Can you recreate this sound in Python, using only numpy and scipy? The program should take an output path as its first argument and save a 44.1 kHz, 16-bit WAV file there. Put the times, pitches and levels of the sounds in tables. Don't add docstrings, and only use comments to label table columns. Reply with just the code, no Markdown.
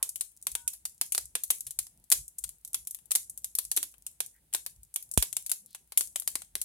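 import sys
import numpy as np
from scipy import signal
from scipy.fft import rfft, irfft
from scipy.io import wavfile
from scipy.ndimage import uniform_filter1d

SR = 44100
rng = np.random.default_rng(int(sys.argv[2]) if len(sys.argv) > 2 else 0)


def pcm_store(signal):
    levels = np.round(np.clip(np.atleast_2d(signal), -1, 1) * 32767)
    wavfile.write(sys.argv[1], SR, levels.astype(np.int16).T)


N = 292824
TIME = np.arange(N) / SR

# f/Hz, relative level/dB
FLAME_SPECTRUM = [(25, -44), (38, -17), (54, 1.5), (75, -12.5), (110, -14), (160, -13.5), (250, -23),
                  (500, -31)]
# t/s, level/dB, half length/s
FLAME_PUFFS = [(.54, -56, 0.023), (0.653, -62.5, .025), (1.25, -59, 0.058), (1.5, -61, 0.014),
               (1.68, -58.5, .025), (1.798, -61, 0.035), (2.202, -53, .045), (2.461, -55.5, 0.041),
               (2.82, -65, .04), (3.68, -62, .04), (4.807, -59, 0.053), (6.346, -62, 0.013),
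               (6.58, -61.5, 0.05)]
# f/Hz, relative level/dB
HISS_SPECTRUM = [(150, -12), (300, -10.5), (700, -17.5), (1500, -14), (3500, -13.5), (6000, -14.5),
                 (10000, -2.5), (16000, -13)]
# t/s, f/Hz, level/dB, half length/s, width as a share of the pitch
GAS_ESCAPES = [(0.025, 844, -65, 0.059, 1), (0.07, 360, -65.5, 0.009, 0.45),
               (3.825, 288, -64.5, 0.047, 0.18), (4.366, 1870, -71, .022, 0.24),
               (5.648, 496, -73.5, 0.016, 0.25), (5.668, 189, -66, 0.048, 0.21),
               (5.723, 4000, -67.5, 0.041, .45)]
# t/s, snap level/dB, knock against snap before its boost/dB,
# tearing time/ms, left over right/dB
WOOD_POPS = [(0.0276, -22, -31.5, 0.23, -0.5), (0.091, -32.5, -49, 2.9, 3.5), (0.1582, -33.5, -36, .6, 7),
             (0.2094, -26.5, -31, 0.6, 5.5), (0.4254, -44, -61, 1.7, 3), (0.4686, -26, -22, 0.35, 1.5),
             (.517, -38, -49, 0.81, 1), (.5521, -27, -21.5, 0.21, 4), (0.6773, -24, -41, 1.2, -2.5),
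             (.733, -40.5, -30, 16, 4), (0.853, -30, -28.5, 3.5, 2), (1.0127, -23, -23.5, 0.32, 0),
             (1.121, -25, -40, 4.7, 5.5), (1.1486, -25.5, -23.5, 0.38, 0.5), (1.179, -24.5, -21.5, 0.23, 2),
             (1.256, -44.5, -54, .2, 3), (1.353, -25.5, -18, 0.92, 0.5), (1.4354, -28, -44.5, 4, 3.5),
             (1.5034, -22.5, -20.5, 0.82, 1.5), (1.5073, -19.5, -49, 0.11, 3), (1.6072, -34, -48, 0.088, 3),
             (1.6666, -36, -34, 9.4, 1.5), (1.7079, -35.5, -39.5, 0.52, 5), (1.7888, -25, -30.5, 1.5, 1.5),
             (1.8679, -48, -25.5, 0.22, 1), (2.04, -57.5, -38.5, 1.5, 7), (2.1017, -28.5, -50, 0.45, 6),
             (2.1168, -18, -22, 1, 9.5), (2.1228, -15, -26.5, 1.16, -1.5), (2.2803, -42, -72, 0.25, 2),
             (2.385, -33.5, -73, 4.3, 6), (2.439, -30, -31.5, 4.8, 7), (2.4917, -40, -35.5, 0.18, 2),
             (2.649, -39, -40.5, 0.37, 0), (2.676, -45, -57, 2.7, -1), (2.732, -39, -51, 0.39, 4),
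             (2.744, -25, -27, 3.1, .5), (2.8717, -33.5, -49, 1.5, 2.5), (2.909, -36, -64, 2, 1),
             (2.947, -36, -37, 0.07, 6), (2.988, -54.5, -23, .7, 6.5), (3.057, -52, -56.5, 0.68, 17.5),
             (3.1077, -31, -26.5, 7, 2), (3.1171, -21.5, -31.5, 0.22, 5), (3.152, -22, -28, 0.26, 2.5),
             (3.157, -21, -28, 0.56, -0.5), (3.297, -37, -82, 0.84, 3), (3.3754, -38, -57, 1.2, 3.5),
             (3.444, -30.5, -38.5, 0.87, 0), (3.552, -27, -40.5, 0.48, 2), (3.5864, -23, -28.5, 1.6, 3.5),
             (3.651, -38.5, -40, 0.29, 1), (3.715, -25.5, -29, 0.99, 2.5), (3.764, -23.5, -34, 5.1, 4),
             (3.773, -23, -22.5, 2.3, 0), (3.829, -28.5, -25.5, 0.68, 0), (3.9404, -58, -11.5, .7, 12),
             (4.0654, -34.5, -36.5, 0.99, 3), (4.204, -26, -22, 0.65, 0), (4.2625, -42, -69, .2, 8),
             (4.528, -43.5, -22.5, 2.3, 5), (4.537, -27.5, -33, 1.1, 3), (4.5473, -24, -20, 0.65, 3),
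             (4.6631, -33, -24, 0.4, 3), (4.8314, -50, -69, 2.6, 4), (4.941, -38, -68, 0.47, 9),
             (4.9598, -26.5, -29, 0.88, .5), (5.0261, -41.5, -48, 0.32, 5), (5.1139, -34.5, -59, .3, 7),
             (5.138, -34.5, -64, 1.4, 1), (5.1754, -16.5, -26, 0.46, -8), (5.225, -22, -21.5, 0.8, 0.5),
             (5.328, -32.5, -32.5, 0.14, 8), (5.3671, -25, -29, 0.18, 2.5), (5.463, -33, -37, 0.8, 4),
             (5.495, -31, -35, 7.8, 10.5), (5.5159, -22.5, -29, 1.2, 1.5), (5.661, -50.5, -62, .2, 5),
             (5.748, -40.5, -18, 1, 1.5), (5.9212, -42, -14, 1.1, 4), (5.9746, -13, -39, 0.33, 3.5),
             (6.009, -26.5, -23.5, 0.31, 5.5), (6.159, -27.5, -21.5, 0.66, 4), (6.199, -31.5, -54, 0.18, 6),
             (6.221, -42.5, -23, 0.62, 4), (6.276, -24, -26, .5, 4), (6.3529, -44.5, -22.5, 4.3, -12),
             (6.355, -27.5, -19.5, 0.09, 6), (6.4194, -43, -18.5, 0.52, 2.5), (6.5538, -28.5, -20, .3, 1.5),
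             (6.615, -28, -37.5, 1.9, 1)]
# f/Hz, relative level/dB
ECHO_SPECTRUM = [(150, -2.5), (500, -0.5), (1200, 0), (2500, 6), (5000, 2.5), (9000, 1), (12000, -7.5),
                 (16000, 10)]
# f/Hz, fade time/s
ECHO_FADE = [(150, 0.27), (1000, 0.15), (4000, 0.15), (8000, 0.26), (12000, 0.24), (16000, 0.11)]
# f/Hz, width/Hz, level against direct sound/dB
MIC_OPENINGS = [(9540, 3700, -16), (5860, 1800, -4)]
# f/Hz, level/dB, time to fade by 60 dB/s
IRON_TONES = [(945, -60.5, 0.8), (1480, -65.5, 3.1)]

LEAD_MS = 1.0
POP_GAIN = np.sqrt(.012 * SR)
SPLINTER_WIDTH_HZ = 3400


def from_db(db):
    return 10 ** (np.asarray(db) / 20)


def rms_one(x):
    return x / np.sqrt(np.mean(x ** 2) + 1e-20)


def unit_energy(x):
    return rms_one(x) / np.sqrt(x.shape[-1])


def at_hz(points, hz):
    freq, value = np.transpose(points)
    return np.interp(np.log(hz), np.log(freq), value)


def butter(x, hz, kind, order=2):
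    return signal.sosfilt(signal.butter(order, np.minimum(hz, SR / 2 - 1), kind, fs=SR, output="sos"), x)


def resonate(x, hz, width_hz):
    r = np.exp(-np.pi * width_hz / SR)
    feedback = [1, -2 * r * np.cos(2 * np.pi * hz / SR), r * r]
    return signal.lfilter(np.array([1, 0, -1]) * (1 - r * r) / 2, feedback, x)


def panned(x, pan_db):
    return x * rms_one(from_db([[pan_db / 2], [-pan_db / 2]]))


def add(out, x, s):
    start = max(0, round(s * SR))
    out[:, start:start + x.shape[-1]] += x[:, :max(0, N - start)]


def noise(spectrum, channels=2):
    hz = np.maximum(np.fft.rfftfreq(N, 1 / SR), 1)
    inside = (hz > spectrum[0][0] / 2) & (hz < spectrum[-1][0] * 2)
    white = rfft(rng.standard_normal((channels, N)))
    return rms_one(irfft(white * from_db(at_hz(spectrum, hz)) * inside, N))


def swell(s, half_s):
    return np.exp(-((TIME - s) / half_s) ** 2)


def jitter(channels, size):
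    return np.repeat(np.clip(rng.standard_normal((channels, size // 8)), -2, 2), 8, axis=1)


def rumble(top_hz, apart_db=-17.5):
    flame = noise(FLAME_SPECTRUM, channels=1) + from_db(apart_db) * noise(FLAME_SPECTRUM)
    deep = butter(flame, top_hz, "low", order=3)
    return deep / np.sqrt(uniform_filter1d(np.mean(deep ** 2, axis=0), size=2400))


def flames(steady_db=-72.5, flutter_db=3.0, flutter_per_s=12):
    flutter = np.interp(TIME * flutter_per_s, np.arange(1000), rng.standard_normal(1000))
    flapping = from_db(steady_db + flutter_db * flutter) * rumble(top_hz=1100)
    puffs = sum(from_db(db) * swell(s, half_s) for s, db, half_s in FLAME_PUFFS)
    return flapping + puffs * rumble(top_hz=108)


def ember_hiss(level_db=-70.5):
    return from_db(level_db) * noise(HISS_SPECTRUM)


def gas_jets():
    out = np.zeros(N)
    for s, hz, db, half_s, width in GAS_ESCAPES:
        hum = resonate(resonate(rng.standard_normal(N), hz, hz * width), hz, hz * width)
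        out += from_db(db) * rms_one(hum) * swell(s, half_s)
    return out


def fracture(tear_ms, size):
    ms = np.arange(size) / SR * 1000 - LEAD_MS
    jerks = from_db(4 * jitter(1, size)[0])
    loudness = (ms >= 0) * jerks * np.exp(-np.abs(ms) / max(tear_ms, .1))
    spectrum = rfft(rng.standard_normal(size) * loudness)
    broad_shape = np.sqrt(uniform_filter1d(np.abs(spectrum) ** 2, size=40) + 1e-12)
    return unit_energy(irfft(spectrum / broad_shape))


def fireplace_burst(tear_ms, scatter_db=-1.0, scatter_fade_s=0.057, size=2048):
    source = fracture(tear_ms, size)
    paths = np.zeros((2, size))
    hearth_s, back_wall_s = rng.uniform([.0005, .0035], [.0016, .0052])
    for delay_s, db in (0, 0), (hearth_s, -5), (back_wall_s, -9):
        arrivals = int(delay_s * SR) + rng.integers(0, 9, 2)
        paths[[0, 1], arrivals] += from_db(db)
    bounced = signal.fftconvolve(paths, source[None], axes=1)[:, :size]
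    age = np.maximum(np.arange(size) / SR - LEAD_MS / 1000, 0)
    rattle = (age > 0) * from_db(2 * jitter(2, size) - 60 * age / scatter_fade_s)
    scatter = unit_energy(rng.standard_normal((2, size)) * rattle)
    buried_db = 5.8 * np.log10(np.clip(2 * tear_ms, .3, 2))
    return bounced + from_db(scatter_db + buried_db) * scatter


def pops(splinter_hz=9980, spread_octaves=0.24, knock_boost_db=4.5, deep_knock_db=-43, db_per_octave=18):
    out = np.zeros((2, N))
    for s, snap_db, knock_db, tear_ms, pan_db in WOOD_POPS:
        burst = fireplace_burst(tear_ms)
        pitch_hz = splinter_hz * 2 ** (spread_octaves * (rng.random() - .5))
        splinter = resonate(burst, pitch_hz, SPLINTER_WIDTH_HZ)
        snap = unit_energy(butter(splinter, (6450, 14800), "band", order=3))
        wood_ring = from_db(8) * resonate(burst, hz=rng.uniform(2960, 4630), width_hz=1100)
        crack = butter(burst + wood_ring, (2090, 6400), "band", order=3)
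        crack = from_db(-3 + 0.4 * knock_db) * unit_energy(crack)
        octaves_up = np.clip((deep_knock_db - snap_db - knock_db) / db_per_octave, 0, 1)
        knock = butter(butter(burst, 2000, "low"), 250 * 2 ** octaves_up, "high", order=4)
        knock = from_db(knock_db + knock_boost_db) * unit_energy(knock)
        pop = panned(snap + crack - knock, pan_db)
        add(out, pop * from_db(snap_db) * POP_GAIN, s - LEAD_MS / 1000)
    return out


def ember_ticks(idle_db=-56.5, idle_per_s=10, shaken_db=-19, fade_db=3.5, settle_s=0.032, per_pop=3):
    spots = []
    for hz in np.geomspace(8500, 12500, 8):
        flake = resonate(fireplace_burst(tear_ms=0.2, scatter_db=-6.5), hz, SPLINTER_WIDTH_HZ)
        spots.append(unit_energy(butter(flake, 4500, "high")))
    ticks = [(s + settle_s * wait, db + shaken_db - fade_db * wait)
             for s, db, *_ in WOOD_POPS for wait in rng.exponential(1, per_pop)]
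    ticks += [(s, idle_db) for s in TIME[rng.random(N) < idle_per_s / SR]]
    out = np.zeros((2, N))
    for s, db in ticks:
        softer_db = rng.uniform(-11.5, 0)
        add(out, from_db(db + softer_db) * spots[rng.integers(len(spots))], s)
    return panned(POP_GAIN * out, pan_db=4.5)


def room_echo(x, level_db=-15.5, build_s=0.034, size=26000):
    age = np.arange(size) / SR
    tail = np.zeros((2, size))
    edges_hz = np.geomspace(140, 18000, 13)
    for low, high in zip(edges_hz, edges_hz[1:]):
        hz = np.sqrt(low * high)
        band = butter(rng.standard_normal((2, size)), [low, high], "band", order=3)
        tail += band * from_db(at_hz(ECHO_SPECTRUM, hz) - 60 * age / at_hz(ECHO_FADE, hz))
    tail = unit_energy(tail * (1 - np.exp(-age / build_s)))
    return from_db(level_db) * signal.fftconvolve(x, tail, axes=1)[:, :N]


def microphone_openings(x, level_db=-1.0):
    sides = [side + from_db(db) * resonate(side, hz, width)
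             for side, (hz, width, db) in zip(x, MIC_OPENINGS)]
    return from_db(level_db) * np.array(sides)


def iron_ring(struck_s=.553, damped_s=0.69, die_away_s=0.01):
    age = np.maximum(TIME - struck_s, 0)
    ring = sum(from_db(db - 60 * age / fade_s) * np.sin(2 * np.pi * hz * age)
               for hz, db, fade_s in IRON_TONES)
    return ring * np.exp(-np.maximum(TIME - damped_s, 0) / die_away_s)


def microphone_tap(tap_s=5.1761, level_db=-6.0, rise_s=0.000073, fall_s=0.0073, bass_cut_hz=50):
    age = np.maximum(TIME - tap_s, 0)
    push = np.exp(-age / rise_s) - np.exp(-age / fall_s)
    sides_db = np.array([[0], [-16]])
    return from_db(level_db + sides_db) * butter(push + 1e-18, bass_cut_hz, "high", order=5)


def scene():
    crackle = pops() + ember_ticks() + iron_ring() + gas_jets()
    in_room = crackle + room_echo(crackle)
    return microphone_openings(in_room) + flames() + ember_hiss() + microphone_tap()


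def record(dry, ceiling=.6, cutoff_hz=16200):
    rounded = ceiling * np.tanh(dry / ceiling)
    return signal.sosfilt(signal.ellip(10, .2, 90, cutoff_hz, fs=SR, output="sos"), rounded)


dry = scene()
out = record(dry)
pcm_store(out)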